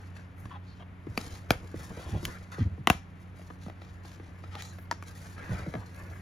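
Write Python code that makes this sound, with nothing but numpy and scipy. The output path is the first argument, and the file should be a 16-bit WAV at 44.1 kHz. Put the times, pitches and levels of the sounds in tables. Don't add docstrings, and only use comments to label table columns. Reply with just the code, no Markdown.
import sys
import numpy as np
from scipy import signal
from scipy.fft import rfft, irfft, next_fast_len
from scipy.io import wavfile

SR = 44100
rng = np.random.default_rng(int(sys.argv[2]) if len(sys.argv) > 2 else 0)


def log_audio(samples):
    frames = np.atleast_2d(samples).T
    limited = np.clip(frames, -1, 1)
    pcm = np.round(limited * 32767).astype(np.int16)
    wavfile.write(sys.argv[1], SR, pcm)


N = 273861

# mean frequency in Hz, rms level in dB before its flutter.
HUM_TONES = [(91.5, -48), (150.7, -64), (180, -56.5), (276, -66.5)]
# frequency in Hz, relative density in dB per Hz.
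AIR_SPECTRUM = [(20, -57), (40, -2.5), (65, 2.5), (110, 2.5), (190, -4), (300, -10.5), (550, -17),
                (950, -18.5), (2200, -22.5), (3200, -30), (5500, -44), (12000, -46.5), (15000, -64)]
# frequency in Hz, t60 in s, level of the tail in dB.
ROOM_DECAY = [(100, 0.064, -17), (392, 0.13, -9), (1480, 0.23, -14.5), (3000, 0.24, -12.5),
              (5500, 0.28, -11.5), (11240, 0.18, -10.5), (16000, 0.11, -18)]
# frequency in Hz, left minus right in dB,
# phase by which left leads in radians.
PORT_DIFFERENCE = [(100, -1, .12), (350, .2, .22), (800, 2.3, .25), (1500, 3.2, .25), (2300, 3.7, .55),
                   (3700, 3.4, .35), (5100, 3.2, .9), (6800, 1, -.9), (7900, 0, -2.9), (8800, 0, -3.4),
                   (10400, 0, -5.9), (12800, 0, -6.9), (14200, 0, -9.1), (16500, 0, -10.1)]
# frequency in Hz, gain in dB.
SIDE_SPECTRUM = [(200, 1.5), (1400, 8.5), (3500, 0.5), (5500, -4), (7000, 5), (7900, -21), (16000, -10)]
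# frequency in Hz, relative density in dB per Hz.
SCUFF_SPECTRUM = [(40, 15), (80, 28), (200, 13.5), (400, 7), (800, -2), (1200, -8), (2200, -73),
                  (5000, -47)]
RUB_SPECTRUM = [(400, 9), (900, 3.5), (1400, 6), (2000, 6), (2700, -5), (3600, -34), (5000, -37.5),
                (9000, -44)]
HISS_SPECTRUM = [(1200, 4.5), (2800, -0.5), (4400, 3.5), (5600, 1), (7100, 1), (8300, -2), (9400, -1.5),
                 (12300, -8.5), (13600, -14), (15300, -4.5), (17000, -24)]
# time in s, level of the scuff in dB.
ARM_EFFORT = [(0, -62.5), (.33, -80.5), (.52, -67), (.62, -96), (.92, -84), (1.2, -58.5), (1.45, -65.5),
              (1.68, -64.5), (2.02, -55), (2.2, -55.5), (2.45, -65), (2.8, -76.5), (3.27, -77.5),
              (3.7, -73), (4.45, -69), (5.25, -72.5), (5.47, -62), (5.52, -56), (5.9, -64), (6.2, -64)]
# start in s, length before the release in s, hiss in dB and
# rub in dB (both before the loss and sag of the stroke), brightness of the hiss in dB per octave.
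FINGER_STROKES = [(0.15, 0.079, -60.5, -57, -6), (0.36, 0.084, -73.5, -62, 16.5),
                  (0.622, 0.18, -64.5, -78, -7), (1.166, 0.1, -46, -64, -1), (1.295, 0.08, -50.5, -61, -2),
                  (1.49, 0.041, -54, -37, 5), (1.746, .11, -56, -60, 3), (1.936, 0.12, -78, -86, -6),
                  (2.206, 0.14, -55.5, -79, 3), (2.51, 0.036, -48.5, -45, -1),
                  (2.572, 0.074, -55.5, -47.5, -6), (3.187, 0.041, -66, -76, 5),
                  (3.348, 0.19, -64.5, -83, 3), (3.601, 0.093, -57, -71, -2.5),
                  (3.804, 0.091, -59.5, -85, -8), (4.026, 0.12, -55, -68, -2), (4.214, 0.062, -66, -91, -8),
                  (4.423, 0.031, -60, -86, -12), (4.51, 0.12, -59, -56, -10), (4.57, 0.083, -51.5, -78, -3),
                  (4.62, 0.078, -60, -65, 2), (4.716, 0.021, -50, -55, 3), (4.774, 0.068, -94, -60, 40),
                  (5.059, 0.051, -49.5, -50, 1.5), (5.146, 0.031, -46, -57, 2.5),
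                  (5.2, 0.13, -52.5, -55.5, 2), (5.356, 0.29, -63, -48, -4), (5.934, 0.15, -74, -51, 16),
                  (6.103, 0.27, -83, -54.5, 20)]
# start in s, length in s, level of the ring in dB,
# resonance at the start in Hz, resonance at the end in Hz, width of each resonator in Hz, level of the
# crisp edge in dB, swell from start to end in dB, mean slips per s. Both levels precede the grip envelope.
FINGER_DRAGS = [(0.507, 0.032, -50.5, 1180, 675, 616, -62, -3, 390),
                (0.536, 0.042, -50.5, 1060, 704, 600, -61.5, 6, 310),
                (0.666, 0.084, -67.5, 4250, 4230, 700, -80, 2, 900),
                (0.797, 0.041, -52.5, 656, 735, 600, -62.5, 7, 370),
                (1.792, 0.049, -59, 1190, 1500, 1300, -74, 3, 350),
                (1.974, 0.24, -60, 750, 650, 1000, -65.5, -5, 300),
                (2.027, 0.18, -65, 3200, 2700, 1590, -76, 6, 320),
                (2.278, 0.11, -54, 1590, 1610, 750, -75, 0, 700),
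                (2.519, 0.076, -53, 1280, 1360, 260, -78, -4, 900),
                (2.597, 0.041, -53.5, 1450, 1850, 1000, -62, 10, 550),
                (4.511, 0.039, -57, 1720, 1100, 1200, -65, 7, 450),
                (4.542, 0.045, -51, 960, 680, 450, -75, -2, 700),
                (4.577, 0.042, -52, 1910, 2130, 600, -55, 11, 500),
                (4.597, 0.13, -60, 6900, 6700, 1600, -87, -6, 900),
                (4.625, 0.11, -64, 3950, 4100, 330, -80, -3, 450),
                (5.379, 0.26, -56, 1530, 1900, 744, -79, -4, 810),
                (5.446, 0.17, -55, 734, 1010, 1100, -82, 5, 300),
                (5.755, 0.096, -52.5, 650, 480, 700, -85, -3, 350)]
# start in s, starting pitch in Hz before the lowest note raises it,
# first knock in dB, following heave in dB, length of the heave in s.
SHELL_THUDS = [(0.435, 123, -69, -35, 0.052), (1.069, 413, -33, -37, 0.035),
               (1.092, 107, -53, -31.5, 0.033), (1.742, 458, -30.5, -36.5, 0.058),
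               (1.926, 475, -44.5, -66, 0.051), (1.972, 690, -35, -70, 0.014),
               (1.993, 1260, -43, -58, 0.013), (2.092, 460, -40.5, -48, 0.015),
               (2.11, 172, -49, -29, 0.043), (2.153, 100, -45, -34.5, 0.036), (2.23, 315, -36, -37, 0.033),
               (2.582, 780, -36, -37, 0.014), (2.592, 199, -27.5, -17, 0.058),
               (2.643, 107, -60, -20.5, 0.048), (2.687, 111, -50, -31.5, 0.083),
               (2.778, 730, -44, -35, 0.059), (3.665, 281, -51, -36, 0.017), (4.199, 514, -42, -61, 0.04),
               (5.493, 263.4, -32, -23.5, 0.062), (5.532, 103, -49, -26.5, 0.036),
               (5.662, 796, -39, -29.5, 0.038), (5.74, 815, -50, -35, 0.015),
               (5.752, 248, -29, -30.5, 0.048), (5.775, 100, -63, -33.5, 0.04)]
# frequency in Hz, width in Hz, height in dB.
SHELL_MODES = [(240.4, 76, 8.5), (673, 200, 5), (1613, 89, -14.5), (1662, 103, 10), (3010, 1010, 0),
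               (6380, 460, -0.5)]
# frequency in Hz, level in dB.
TOUCH_SPECTRUM = [(100, -30.5), (320, 5), (600, -2), (2000, -5), (8000, -22), (16000, -32)]
# start in s, level in dB added to the touch spectrum,
# brightness in dB per octave, note of the touched patch in Hz.
LIGHT_TICKS = [(0.166, -19.5, 1.5, 2020), (.455, -15, -1, 1140), (1.516, -11, 9, 4970),
               (2.028, -19, -1, 3150), (2.518, -24, 9, 1400), (3.394, -25, -4, 630), (3.415, -24, -4, 2800),
               (3.502, -18, -4, 1180), (3.506, -21, -4.5, 1150), (3.663, -19.5, -4.5, 1180),
               (3.682, -21, -6, 710), (3.698, -14.5, -2, 895), (3.818, -17, -2, 3940),
               (4.05, -18, -1.5, 860), (4.198, -22, -4.5, 2270), (4.438, -16.5, -2, 1180),
               (4.608, -14.5, 2.5, 2400), (4.785, -18, -1.5, 1960), (4.923, -7, -0.5, 1360),
               (5.036, -27, 7, 2400), (5.7384, -8, -3, 1720), (5.752, -14, -4, 1710)]
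SNAP_BANDS_HZ = [90, 230, 450, 1200, 2800, 5500, 13000]
# time in s, travel time of the bending wave at 1 kHz in s, # strength of the rebound (0-1), list of
# levels in dB at the snap bands, and list of notes that the # gripped shell rings at or damps, each a frequency
# in Hz and a height in dB.
HUB_SNAPS = [(1.176, 0.0014, 0.045, [2, 12, 7, 1, 1, -10.5, -11.5], [(2450, 11), (4620, 14), (1210, 6),
             (1720, -7), (3650, -11)]), (1.506, 0.0017, 0.082, [27.5, 18, 17, 9, 8, -5, -3], [(680, 7),
             (1430, 13.5), (1950, -8), (2370, 16.5), (2720, -11), (3200, 9.5), (4600, 5), (5700, 7.5)]),
             (2.2527, 0.001, 0.17, [-2, -15, -29, -6.5, -4.5, -6.5, -8.5], [(1670, 4), (2080, 5.5),
             (3050, 11)]), (2.8725, 0.00154, 0, [0, 17, 16, 17, 10.5, 0, -6], [(560, -27), (780, 6),
             (1144, 9), (1680, -8.5), (2000, 6.5), (2500, -5), (2950, 12), (3750, 1.5), (4600, -8),
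             (6400, 4)]), (2.9, 0.0022, 0.26, [27, 22, 12, 14, 10, 2, -1.5], [(740, 9.5), (1050, 6.5),
             (1530, 5), (2250, 0.5), (2680, 10), (4600, -9), (6600, 5)]),
             (4.553, 0.0015, 0, [-11, -6.5, -10, -11, -12.5, -22, -34], [(1200, 10), (3500, 8.5)]),
             (4.6228, 0.00089, 0, [-24, -30, -23, -14, -16, -14, -23.5], [(3800, 6)]),
             (4.9126, 0.0013, 0.061, [-3, -7, -5.5, 0, -9.5, -2.5, -25], [(670, 7.5), (950, 19), (1350, 8),
             (1830, 15.5)]), (5.025, 0.0016, 0.16, [-15, -12, -16, -15.5, -28, -26.5, -29], [(1150, 12.5),
             (1480, 14), (2400, 20)])]
# frequency in Hz, gain at the peak in dB, t60 in s.
LINGERING_MODES = [(788, -11, 0.6), (958, -13, 0.12), (1333, -8, .24), (1620, -12, 0.17), (2358, -2, .28),
                   (2611, -8, 0.3), (3450, -8, 0.26), (5420, 3, .28), (6800, -1, 0.18)]

AIR_DB = -52
BAND_LIMIT_HZ = 16400
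STRIKE_SIZE = 4096
STRIKE_HZ = np.maximum(np.fft.rfftfreq(STRIKE_SIZE, 1 / SR), 1)
TIME = np.arange(N) / SR
STROKE_ATTACK_S, STROKE_RELEASE_S = 0.023, 0.015
STROKE_LOSS_DB, STROKE_SAG_DB = 10, 4
REBOUND_S = 0.0026


def gain_of(db):
    return 10 ** (np.asarray(db) / 20)


def evened(x):
    return x / np.sqrt(np.mean(x ** 2) + 1e-20)


def read(points, hz, axis=1):
    points = np.array(points, float)
    return np.interp(np.log(hz + 1), np.log(points[:, 0] + 1), points[:, axis])


def add(mix, s, sound):
    part = mix[max(round(s * SR), 0):][:len(sound)]
    part += sound[:len(part)]


def coloured(x, spectrum, band_hz=(0, SR)):
    hz = np.fft.rfftfreq(N, 1 / SR)
    shaped = rfft(x) * gain_of(read(spectrum, hz))
    in_band = (hz >= band_hz[0]) * (hz <= band_hz[1])
    return irfft(shaped, N) / np.std(irfft(shaped * in_band, N))


def wander(per_s):
    hz = np.fft.rfftfreq(N, 1 / SR)
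    noise = rfft(rng.standard_normal(N))
    return evened(irfft(noise * np.exp(-(hz / per_s) ** 2), N))


def highpassed(x, cutoff_hz):
    return signal.lfilter(*signal.butter(1, cutoff_hz, "high", fs=SR), x)


def stereo(middle, side):
    side_gain = gain_of(read(SIDE_SPECTRUM, np.fft.rfftfreq(N, 1 / SR)))
    side = irfft(rfft(side) * side_gain, N)
    return np.array([middle + side, middle - side])


def background(waver=0.00382, flutter=0.13):
    hum = np.zeros(N)
    for hz, db in HUM_TONES:
        amplitude = gain_of(db) * np.sqrt(2) * (1 + flutter * wander(2.0))
        pitch_hz = hz * (1 + waver * wander(4.2))
        hum += amplitude * np.sin(2 * np.pi * np.cumsum(pitch_hz) / SR)
    middle, side = coloured(rng.standard_normal((2, N)), AIR_SPECTRUM)
    side = 0.24 * side + 0.18 * highpassed(side, 500)
    return hum + gain_of(AIR_DB) * stereo(middle, side)


def room(x, first_s=0.0058, reflections_per_s=4000):
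    count = SR // 2
    t = np.arange(count) / SR
    present = rng.random((2, count)) < reflections_per_s / SR
    taps = rng.standard_normal((2, count)) * present * (t > first_s)
    hz, frame_s, z = signal.stft(evened(taps), SR, nperseg=256)
    t60 = read(ROOM_DECAY, hz)[:, None]
    level_db = read(ROOM_DECAY, hz, axis=2)[:, None]
    fall = np.log(1000) / t60
    z = z * gain_of(level_db) * np.sqrt(2 * fall / SR) * np.exp(-fall * frame_s)
    z[1] *= 0.75 * (hz / (hz + 700))[:, None]
    response = signal.istft(z, SR, nperseg=256)[1]
    middle, side = signal.fftconvolve(x[None], response, axes=1)[:, :N]
    return stereo(middle, side)


def echoes(x, count=7):
    taps = np.zeros((2, SR // 200))
    delays = rng.integers(SR // 2000, SR // 200, (2, count))
    signs = rng.choice([-1, 1], (2, count))
    np.put_along_axis(taps, delays, signs / np.sqrt(count), 1)
    return signal.oaconvolve(x[None], taps, axes=1)[:, :N]


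def nearby(x, shared=0.86, apart=0.51, moves_per_s=7, count=6):
    short_waves = highpassed(x, 900)
    poses = np.array([wander(moves_per_s) for _ in range(count)])
    poses /= np.linalg.norm(poses, axis=0)
    middle, side = sum(echoes(pose * short_waves) for pose in poses)
    return stereo(x + shared * middle, apart * side)


def friction(spectrum, band_hz, slips_per_s, grain_db, uneven_db):
    size = gain_of(grain_db * np.minimum(rng.exponential(1, N), 4))
    occurs = rng.random(N) < slips_per_s / SR
    slips = rng.standard_normal(N) * size * occurs
    pressure = evened(gain_of(uneven_db * wander(27)))
    return coloured(slips * pressure, spectrum, band_hz)


def strokes(rub, hiss, pivot_hz=5500):
    out = np.zeros(N)
    for s, length_s, hiss_db, rub_db, brightness in FINGER_STROKES:
        first = max(round(s * SR), 0)
        last = min(round((s + length_s + 6 * STROKE_RELEASE_S) * SR), N)
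        part = slice(first, last)
        t = TIME[part] - TIME[part][0]
        attack = np.minimum(t / STROKE_ATTACK_S, 1)
        release = np.exp(-np.maximum(t - length_s, 0) / STROKE_RELEASE_S)
        sag = gain_of(-STROKE_LOSS_DB - STROKE_SAG_DB * np.minimum(t / length_s, 1))
        envelope = attack * release * sag
        hz = np.clip(np.fft.rfftfreq(len(t), 1 / SR), 3500, 13000)
        tilt_db = brightness * np.log2(hz / pivot_hz)
        tilted_hiss = irfft(rfft(hiss[part]) * gain_of(hiss_db + tilt_db), len(t))
        add(out, s, envelope * (tilted_hiss + gain_of(rub_db) * rub[part]))
    return out


def sliding(usual_db=-60, rub_db=-63, hiss_db=-68, rub_follow=0.67, hiss_follow=0.95):
    scuff = friction(SCUFF_SPECTRUM, (350, 900), slips_per_s=2900, grain_db=1, uneven_db=-5.5)
    rub = friction(RUB_SPECTRUM, (1200, 2600), slips_per_s=3500, grain_db=3.3, uneven_db=1.3)
    hiss = friction(HISS_SPECTRUM, (4000, 7500), slips_per_s=5500, grain_db=3.7, uneven_db=1.6)
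    arm_db = np.interp(TIME, *np.transpose(ARM_EFFORT))
    effort_db = arm_db - usual_db
    hand_rub = gain_of(rub_db + rub_follow * effort_db) * rub
    hand_hiss = gain_of(hiss_db + hiss_follow * effort_db) * hiss
    return gain_of(arm_db) * scuff + hand_rub + hand_hiss + strokes(rub, hiss)


def resonate(x, hz, width):
    turn = np.exp(2j * np.pi * np.cumsum(hz) / SR)
    r = np.exp(-np.pi * width / SR)
    return 2 * (turn * signal.lfilter([1 - r], [1, -r], x / turn)).real


def drags(grain_db=2.5, irregular=0.7, release_s=0.014, lowest_hz=300, crisp_band_hz=(1950, 3400)):
    out = np.zeros(N)
    shell = signal.butter(3, crisp_band_hz, "band", fs=SR, output="sos")
    stiff = signal.butter(2, lowest_hz, "high", fs=SR, output="sos")
    for s, length_s, db, start_hz, end_hz, width, crisp_db, swell_db, slips_per_s in FINGER_DRAGS:
        count = round(length_s * SR)
        size, wait, sign = rng.random((3, SR // 100))
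        waits = 1 + irregular * (2 * wait - 1)
        at = (np.cumsum(waits) / slips_per_s * SR).astype(int)
        jerks = np.sign(sign - 0.5) * gain_of(-grain_db * np.log(size + 0.071))
        impulses = np.bincount(at - at[0], jerks, count)[:count]
        slips = signal.sosfilt(stiff, impulses)
        hz = np.linspace(start_hz, end_hz, count)
        ring = resonate(resonate(slips, hz, width), hz, width)
        crisp = signal.sosfilt(shell, slips)
        done = np.linspace(0, 1, count)
        release = np.minimum(1, (1 - done) * length_s / release_s)
        grip = release * gain_of(swell_db * (done - 0.5))
        add(out, s, (gain_of(db) * evened(ring) + gain_of(crisp_db) * evened(crisp)) * grip)
    return out


def thuds(stretch=0.2434, lowest_hz=86, knock_s=0.002, rough=0.28, creak_ratio=1.6):
    out = np.zeros(N)
    t = np.arange(SR // 6) / SR
    creak_filter = signal.butter(2, 80, fs=SR, output="sos")
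    for s, start_hz, knock_db, heave_db, length_s in SHELL_THUDS:
        period_s = 1 / start_hz + stretch * t
        hz = (lowest_hz ** 4 + period_s ** -4) ** (1 / 4)
        angle = 2 * np.pi * np.cumsum(hz) / SR
        knock = t / knock_s * np.exp(1 - t / knock_s)
        heave = np.sin(np.pi * np.minimum(t / length_s, 1)) ** 2
        creak = evened(signal.sosfilt(creak_filter, rng.standard_normal(len(t))))
        wave = np.sin(angle) + rough * creak * np.sin(creak_ratio * angle)
        add(out, s, (gain_of(knock_db) * knock + gain_of(heave_db) * heave) * wave)
    return out


def peak(hz, width, db):
    return db / (1 + (2 * (STRIKE_HZ - hz) / width) ** 2)


def strike(colour_db, travel_s, scatter, scatter_s, edge_echo=0.22, edge_path=1.63,
           edge_loss_hz=2500, rise_s=0.0022, scatter_hz=6000):
    modes_db = sum(peak(*mode) for mode in SHELL_MODES)
    bass_cut_db = 10 * np.log10(1 + (62 / STRIKE_HZ) ** 6)
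    shape_db = colour_db + modes_db - bass_cut_db
    log_gain = np.log(gain_of(np.maximum(shape_db, -100)))
    mirrored = np.r_[log_gain, log_gain[-2:0:-1]]
    causal = np.conj(signal.hilbert(mirrored))[:len(STRIKE_HZ)]
    lag = 4 * np.pi * travel_s * np.sqrt(STRIKE_HZ * 1000)
    returned = 1 + edge_echo * np.exp(-1j * edge_path * lag) / (1 + STRIKE_HZ / edge_loss_hz)
    t = np.arange(STRIKE_SIZE) / SR
    spray = rng.standard_normal(STRIKE_SIZE) * np.exp(-t / scatter_s) * (1 - np.exp(-t / rise_s))
    share = scatter * STRIKE_HZ ** 2 / (STRIKE_HZ ** 2 + scatter_hz ** 2)
    scattered = rfft(spray / np.linalg.norm(spray))
    spread = np.sqrt(1 - share) + np.sqrt(share) * scattered
    return irfft(np.exp(causal - 1j * lag) * returned * spread)


def touch(db, brightness, note_hz, note_db=8, note_width=0.3, travel_s=0.001115,
          scatter=0.7, scatter_s=0.0013, pivot_hz=2000):
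    octaves = np.log2(np.clip(STRIKE_HZ, 500, 9000) / pivot_hz)
    note = peak(note_hz, note_width * note_hz, note_db)
    colour_db = read(TOUCH_SPECTRUM, STRIKE_HZ) + db + brightness * octaves + note
    return strike(colour_db, travel_s, scatter, scatter_s)


def ticks(tap_db=13, tap_brightness=-4.0):
    out = np.zeros(N)
    for s, db, brightness, note_hz in LIGHT_TICKS:
        add(out, s, touch(db, brightness, note_hz))
    for s, start_hz, knock_db, _, _ in SHELL_THUDS:
        add(out, s, touch(knock_db + tap_db, tap_brightness, start_hz))
    return out


def after_ring(x):
    t = np.arange(SR // 2) / SR
    tones = np.zeros(len(t))
    for hz, db, t60 in LINGERING_MODES:
        fall = np.log(1000) / t60
        amplitude = gain_of(db) * 2 * fall / SR
        tones += amplitude * np.exp(-fall * t) * np.sin(2 * np.pi * hz * t)
    return signal.fftconvolve(x, tones)[:N]


def snaps(scatter=0.98, scatter_s=0.0013, ring_width=0.18, lead_s=0.0005, radiated_ring=0.27):
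    near, radiated = np.zeros((2, N))
    for s, travel_s, rebound, band_db, notes in HUB_SNAPS:
        start_s = s - lead_s
        colour_db = read(list(zip(SNAP_BANDS_HZ, band_db)), STRIKE_HZ)
        notes_db = sum(peak(hz, ring_width * hz, db) for hz, db in notes)
        crack = strike(colour_db + notes_db, travel_s, scatter, scatter_s)
        add(near, start_s, crack)
        add(near, start_s + REBOUND_S, rebound * highpassed(crack, 400))
        smooth_db = colour_db + radiated_ring * notes_db
        add(radiated, start_s, strike(smooth_db, travel_s, 0, scatter_s))
    return near, radiated


def scene():
    near, radiated = snaps()
    handling = thuds() + ticks() + sliding() + drags()
    snapping = nearby(near + after_ring(radiated), shared=0, apart=0.16)
    direct = snapping + nearby(handling)
    return direct + room(radiated + handling) + background()


def record(dry):
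    size = next_fast_len(N + STRIKE_SIZE)
    hz = np.fft.rfftfreq(size, 1 / SR)
    lean_db = read(PORT_DIFFERENCE, hz)
    lead = read(PORT_DIFFERENCE, hz, axis=2)
    left = gain_of(lean_db / 2)
    right = gain_of(-lean_db / 2) * np.exp(-1j * lead)
    heard = irfft(rfft(dry, size) * np.array([left, right]), size)[:, :N]
    lowpass = signal.firwin(255, BAND_LIMIT_HZ, window=("kaiser", 9), fs=SR)
    return signal.oaconvolve(heard, lowpass[None], "same")


dry = scene()
out = record(dry)
log_audio(out)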